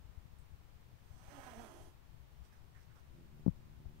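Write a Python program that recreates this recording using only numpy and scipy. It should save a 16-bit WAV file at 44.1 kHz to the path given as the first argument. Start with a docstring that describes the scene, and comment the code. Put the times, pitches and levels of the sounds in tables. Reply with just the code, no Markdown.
"""A quiet bedroom, with a faint mains hum. A cat on the bed, off to the right, catches a claw
in the blanket, then hisses once at a kitten: air roars in its throat and sizzles past its teeth,
with a thin falling voice and a fuzzy whistle inside. It smacks its lips and settles into a faint,
low growl. The hand that holds the camera rumbles and knocks on the left microphone."""
import sys
import numpy as np
from scipy import signal
from scipy.fft import rfft, irfft
from scipy.io import wavfile

SR = 44100
rng = np.random.default_rng(int(sys.argv[2]) if len(sys.argv) > 2 else 0)


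def dump(signal):
    """Clip the signal to [-1, 1] and save it as 16-bit WAV at the path in sys.argv[1]."""
    limited = np.clip(np.atleast_2d(signal).T, -1, 1)
    pcm = np.round(limited * 32767).astype(np.int16)
    wavfile.write(sys.argv[1], SR, pcm)


N = 176400
T, HZ = np.arange(N) / SR, np.fft.rfftfreq(N, 1 / SR)


def amp(db):
    """Turns decibels into a number to multiply by."""
    return 10 ** (np.asarray(db) / 20)


def unit(x):
    """Scales a sound to an average (rms) level of 1."""
    return x / np.sqrt(np.mean(x ** 2) + 1e-20)


def colour(x, table, column=1):
    """Turns each frequency up or down by one dB column of a table."""
    table = np.array(table)
    db = np.interp(np.log(HZ + 1), np.log(table[:, 0]), table[:, column])
    return irfft(rfft(x) * amp(db), N)


def noise(table, column=1):
    """Noise shaped by a table, at level 1."""
    return unit(colour(rng.standard_normal(N), table, column))


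def band(hz, width_hz):
    """Noise gathered around one frequency, at level 1."""
    return unit(irfft(rfft(rng.standard_normal(N)) / (1 + ((HZ - hz) / width_hz) ** 2), N))


def wander(rate_hz):
    """A random drift up and down; a higher rate moves faster."""
    return band(0, rate_hz)


def pitch_and_gain(table):
    """Joins a table's rows into pitch and gain curves, silent before and after."""
    s, hz, db = np.transpose(table)
    return np.interp(T, s, hz), amp(np.interp(T, s, db)) * (T > s[0]) * (T < s[-1])


# The background's tone. Each row: frequency in Hz, left strength in dB, right strength in dB.
AIR_TONE = [(20.3, 3.5, 5), (79, 8.5, 11), (165, 8, 4), (294, 0, 0), (570, -3.5, -4), (970, -7, -1.5),
            (1420, -8, -8), (3030, -12.5, -12.5), (5900, -19, -19), (10300, -25.5, -23),
            (14700, -19.5, -19), (15900, -18, -18.5)]

def room_air():
    """Steady room air and microphone hiss, with a faint mains hum."""
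    air_db, hum_db, hum_hz = -66, -77.5, 121.8
    hum = amp(hum_db) * unit(np.sin(2 * np.pi * hum_hz * T + 0.77 * wander(1)))
    return amp(air_db) * np.array([noise(AIR_TONE), noise(AIR_TONE, column=2)]) + hum


# Knocks on the camera. Each row: start in seconds, thump level in dB, starting pitch in Hz,
# rise time in seconds, tap level in dB.
KNOCKS = [(0.043, -45.5, 64.7, 0.0072, -91), (0.094, -41, 71.6, 0.0037, -90),
          (0.174, -37.5, 69, 0.0071, -85), (0.254, -41.5, 99, 0.0039, -80), (0.333, -45, 59.5, 0.0045, -87),
          (0.391, -42.5, 59.5, 0.0074, -87), (1.107, -41.5, 70.5, .005, -83), (1.282, -42, 85, 0.0044, -80),
          (1.576, -43, 80, 0.0043, -80), (3.4627, -16, 252, 0.0025, -36),
          (3.478, -14, 199.5, 0.0036, -39.5), (3.488, -23.5, 155, 0.0045, -58), (3.497, -38, 60, .011, -79),
          (3.854, -34.5, 84, .009, -57)]
# The tones of a tap and of the grip's rumble. 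Each row: frequency in Hz, strength in dB.
TAP_TONE = [(100, -6.5), (450, 3.5), (680, -1), (1000, -11.5), (1400, -26.5), (2000, -50), (4000, -74)]
RUMBLE_TONE = [(15, 3), (35, -4.5), (65, 2.5), (100, -1.5), (155, -7), (210, -23.5), (280, -35),
               (600, -53.5)]

def hand():
    """The grip rumbles; each knock is a dull tap and a short thump of the case that sags in pitch."""
    pitch_sag, tap_s = 0.33, 0.002
    thumps, taps = np.zeros(N), np.zeros(N)
    for start, db, hz, rise_s, tap_db in KNOCKS:
        age = np.maximum(T - start, 0)
        rise = age / rise_s  # 1 at the top of the swell
        pitch = hz * (rise > 0) * (1 - pitch_sag * (1 - np.exp(-rise / 2)))
        phase = 2 * np.pi * np.cumsum(pitch) / SR
        thumps += amp(db) * (rise * np.exp(1 - rise)) ** 2 * np.sin(phase)
        taps += amp(tap_db) * age / tap_s * np.exp(1 - age / tap_s)
    taps *= noise(TAP_TONE)
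    rumble = amp(-55) * unit(noise(RUMBLE_TONE) * amp(2 * wander(15)))
    left = thumps + taps + rumble
    right = amp(-46) * thumps + amp(-21) * taps
    return np.array([left, right])


# A claw catches in the blanket. Each row: start in seconds, level in dB, fade time in seconds.
SNAGS = [(.387, -61.5, 0.0015), (.394, -74, 0.023)]

def claw_snags():
    """A thread snaps off a claw, with a short bright scratch."""
    out = np.zeros(N)
    for start, db, fade_s in SNAGS:
        fade = (T > start) * np.exp(-abs(T - start) / fade_s)
        out += amp(db) * fade * band(8700, width_hz=1000)
    return out


# How hard the cat hisses. Each row: time in seconds, boost in dB at the throat, then at the teeth.
HISS_FORCE = [(.92, -42, -28), (1.11, -20.5, -12), (1.21, -14, -7.5), (1.28, -8, -4.5), (1.34, -3.5, -2),
              (1.47, -2, -1), (1.61, -2, 0.5), (1.69, -3, -3.5), (1.799, -3.5, -4), (1.875, -9, -6),
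              (1.92, -17.5, -19), (1.98, -40, -45)]
# The tones of the throat's roar and the sizzle at the teeth. Each row: frequency in Hz,
# strength in dB with the mouth wide open, then with it narrowed.
THROAT_TONE = [(90, -42, -13), (198, -10.5, -10.5), (380, -4, 4), (460, -10.5, -11.5), (705, -0.5, -3),
               (1000, -4, -11), (1090, -6.5, -13.5), (1800, -8.5, -18.5), (2380, -14.5, -26),
               (3250, -15, -17.5), (3700, -23.5, -31), (5330, -42, -29), (9000, -39, -47)]
TEETH_TONE = [(2500, -45, -48), (4200, -22, -26.5), (5500, -22.5, -27), (6150, -15.5, -21),
              (7140, -31, -28), (7700, -19, -26), (8200, -24.5, -28), (8950, -20.5, -26),
              (9900, -27.5, -24), (11900, -32, -28), (12900, -26, -32), (14400, -31, -34),
              (15800, -28.5, -42)]

def hiss():
    """Air roars in the throat and sizzles past the teeth; both change tone as the mouth narrows."""
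    s, throat_db, teeth_db = np.transpose(HISS_FORCE)
    halfway_s, narrowing_s = 1.665, 0.22
    narrow = np.clip(.5 + (T - halfway_s) / narrowing_s, 0, 1)
    flutter_db = .7 * wander(30)
    out = np.zeros(N)
    for tone, db in [(THROAT_TONE, throat_db - 52.5), (TEETH_TONE, teeth_db - 64.5)]:
        wide_flow = np.sqrt(1 - narrow) * noise(tone)
        narrow_flow = amp(-0.5) * np.sqrt(narrow) * noise(tone, column=2)
        gain = amp(np.interp(T, s, db) + flutter_db) * (T > s[0]) * (T < s[-1])
        out += gain * (wide_flow + narrow_flow)
    return out


# The voice inside the hiss. Each row: time in seconds, pitch in Hz, strength in dB.
VOICE = [(1.27, 262.8, -77), (1.32, 288.9, -55.5), (1.355, 287.2, -66), (1.39, 271.6, -54),
         (1.42, 265.1, -63), (1.455, 266.4, -57), (1.5, 245.6, -55.5), (1.545, 221.7, -54.5),
         (1.6, 235.6, -47), (1.66, 222.8, -55), (1.7, 211.8, -71)]
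# How the throat shapes the voice. Each row: frequency in Hz, boost or cut in dB.
VOICE_TONE = [(230, 0), (290, -4.5), (420, -8), (490, -11.5), (570, -1), (670, -5.5), (810, -3.5),
              (900, -14.5), (1000, 0.5), (1150, -22), (1350, -18.5), (1700, -26)]

def voice():
    """The vocal folds flutter weakly in the rushing air, and the throat shapes their overtones."""
    pitch_wobble, flutter_db = 0.01566, 3.5
    hz, gain = pitch_and_gain(VOICE)
    phase = 2 * np.pi * np.cumsum(hz * (1 + pitch_wobble * wander(71))) / SR
    folds = sum(amp(flutter_db * wander(6)) * np.sin(k * phase) for k in range(1, 8))
    return gain * colour(folds, VOICE_TONE)


# The throat's sinking note. Each row: time in seconds, pitch in Hz, level in dB.
WHISTLE = [(1.3, 860, -76), (1.39, 812, -56.5), (1.46, 790, -60), (1.54, 675, -54), (1.63, 680, -57),
           (1.7, 650, -63.5), (1.87, 650, -72)]

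def throat_whistle():
    """Air makes the throat ring at one note, a fuzzy whistle that glides down."""
    width_hz = 32
    hz, gain = pitch_and_gain(WHISTLE)
    phase = 2 * np.pi * np.cumsum(hz) / SR
    return gain * unit(wander(width_hz) * np.cos(phase) + wander(width_hz) * np.sin(phase))


# Lip smacks and licks. Each row: start in seconds, length in seconds, the mouth's note in Hz,
# its level in dB, crackle level in dB.
SMACKS = [(2.432, 0.073, 1500, -82, -72.5), (2.523, 0.046, 1620, -68.5, -72.5), (2.56, .03, 1700, -86, -75),
          (2.747, 0.06, 1790, -65.5, -76), (2.796, 0.069, 1900, -86, -75), (2.893, 0.057, 1610, -72, -92),
          (2.951, 0.058, 1340, -68.5, -72.5)]
# The wet crackle's tone. Each row: frequency in Hz, strength in dB.
CRACKLE_TONE = [(1500, -4), (4500, -6), (5800, 0), (6900, -11), (8500, -6), (11000, -13), (15000, -16)]

def lip_smacks():
    """Each lick makes the hollow of the mouth ring under a fine wet crackle."""
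    out = np.zeros(N)
    for start, length, hz, mouth_db, crackle_db in SMACKS:
        swell = np.sin(np.pi * np.clip((T - start) / length, 0, 1) ** 0.45)  # quick in, slower out
        mouth = amp(mouth_db) * band(hz, width_hz=340)
        crackle = amp(crackle_db) * unit(noise(CRACKLE_TONE) * amp(4.3 * wander(200)))
        out += swell * (mouth + crackle)
    return out


# The growl. Each row: time in seconds, pulses per second, level in dB.
GROWL = [(3.02, 85.2, -80), (3.11, 83.8, -65), (3.2, 81.5, -57), (3.29, 72.36, -65), (3.4, 75.36, -60.5),
         (3.49, 72, -60), (3.66, 73.82, -66.5), (3.84, 75.92, -61), (4, 73.7, -63)]
# How the throat shapes the growl. Each row: frequency in Hz, strength in dB.
GROWL_TONE = [(60, -31.5), (115, -15), (150, 0), (172, -7.5), (195, -3), (228, -4.5), (275, -18),
              (320, -12), (385, -10), (430, -28), (580, -23), (800, -46), (1500, -51.5)]

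def growl():
    """Slow, uneven pulses in the throat behind a closed mouth."""
    rate_wobble, uneven_db = .075, 2.5
    hz, gain = pitch_and_gain(GROWL)
    pulse_count = np.floor(np.cumsum(hz * (1 + rate_wobble * wander(40))) / SR)
    pulses = np.diff(pulse_count, prepend=0) * amp(uneven_db * rng.standard_normal(N))
    return gain * unit(colour(pulses, GROWL_TONE))


# The echo's tone. Each row: frequency in Hz, boost or cut in dB.
ECHO_TONE = [(200, -11), (700, -4), (1200, 0), (16000, 0.5)]

def with_echo(x):
    """Adds a short, soft bedroom echo, light in the bass."""
    fade_s = 0.14  # time to fall by 60 dB
    t = T[:SR // 2]
    tail = rng.standard_normal(len(t)) * amp(-60 * t / fade_s) * (t > .003)
    echo = signal.fftconvolve(x, tail / np.linalg.norm(tail))[:N]
    return x + amp(-4) * colour(echo, ECHO_TONE)


# How the cat sounds on the left, its far side. Each row: frequency in Hz, boost or cut in dB.
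FAR_SIDE = [(100, 8.5), (240, -14.5), (400, -15), (750, -22), (2400, -33.5), (8000, -27), (15000, -25)]

def scene():
    """The cat to the right, the hand on the left, room air all round."""
    cat = hiss() + throat_whistle() + voice() + growl() + lip_smacks() + claw_snags()
    left = colour(with_echo(cat), FAR_SIDE)
    right = with_echo(cat)
    return np.array([left, right]) + hand() + room_air()


def record(dry):
    """Cuts off the very highest treble, above 15750 Hz."""
    treble_cut = signal.firwin(701, 15750, window=("kaiser", 9), fs=SR)
    return signal.oaconvolve(dry, treble_cut[None], "same")


dry = scene()
out = record(dry)
dump(out)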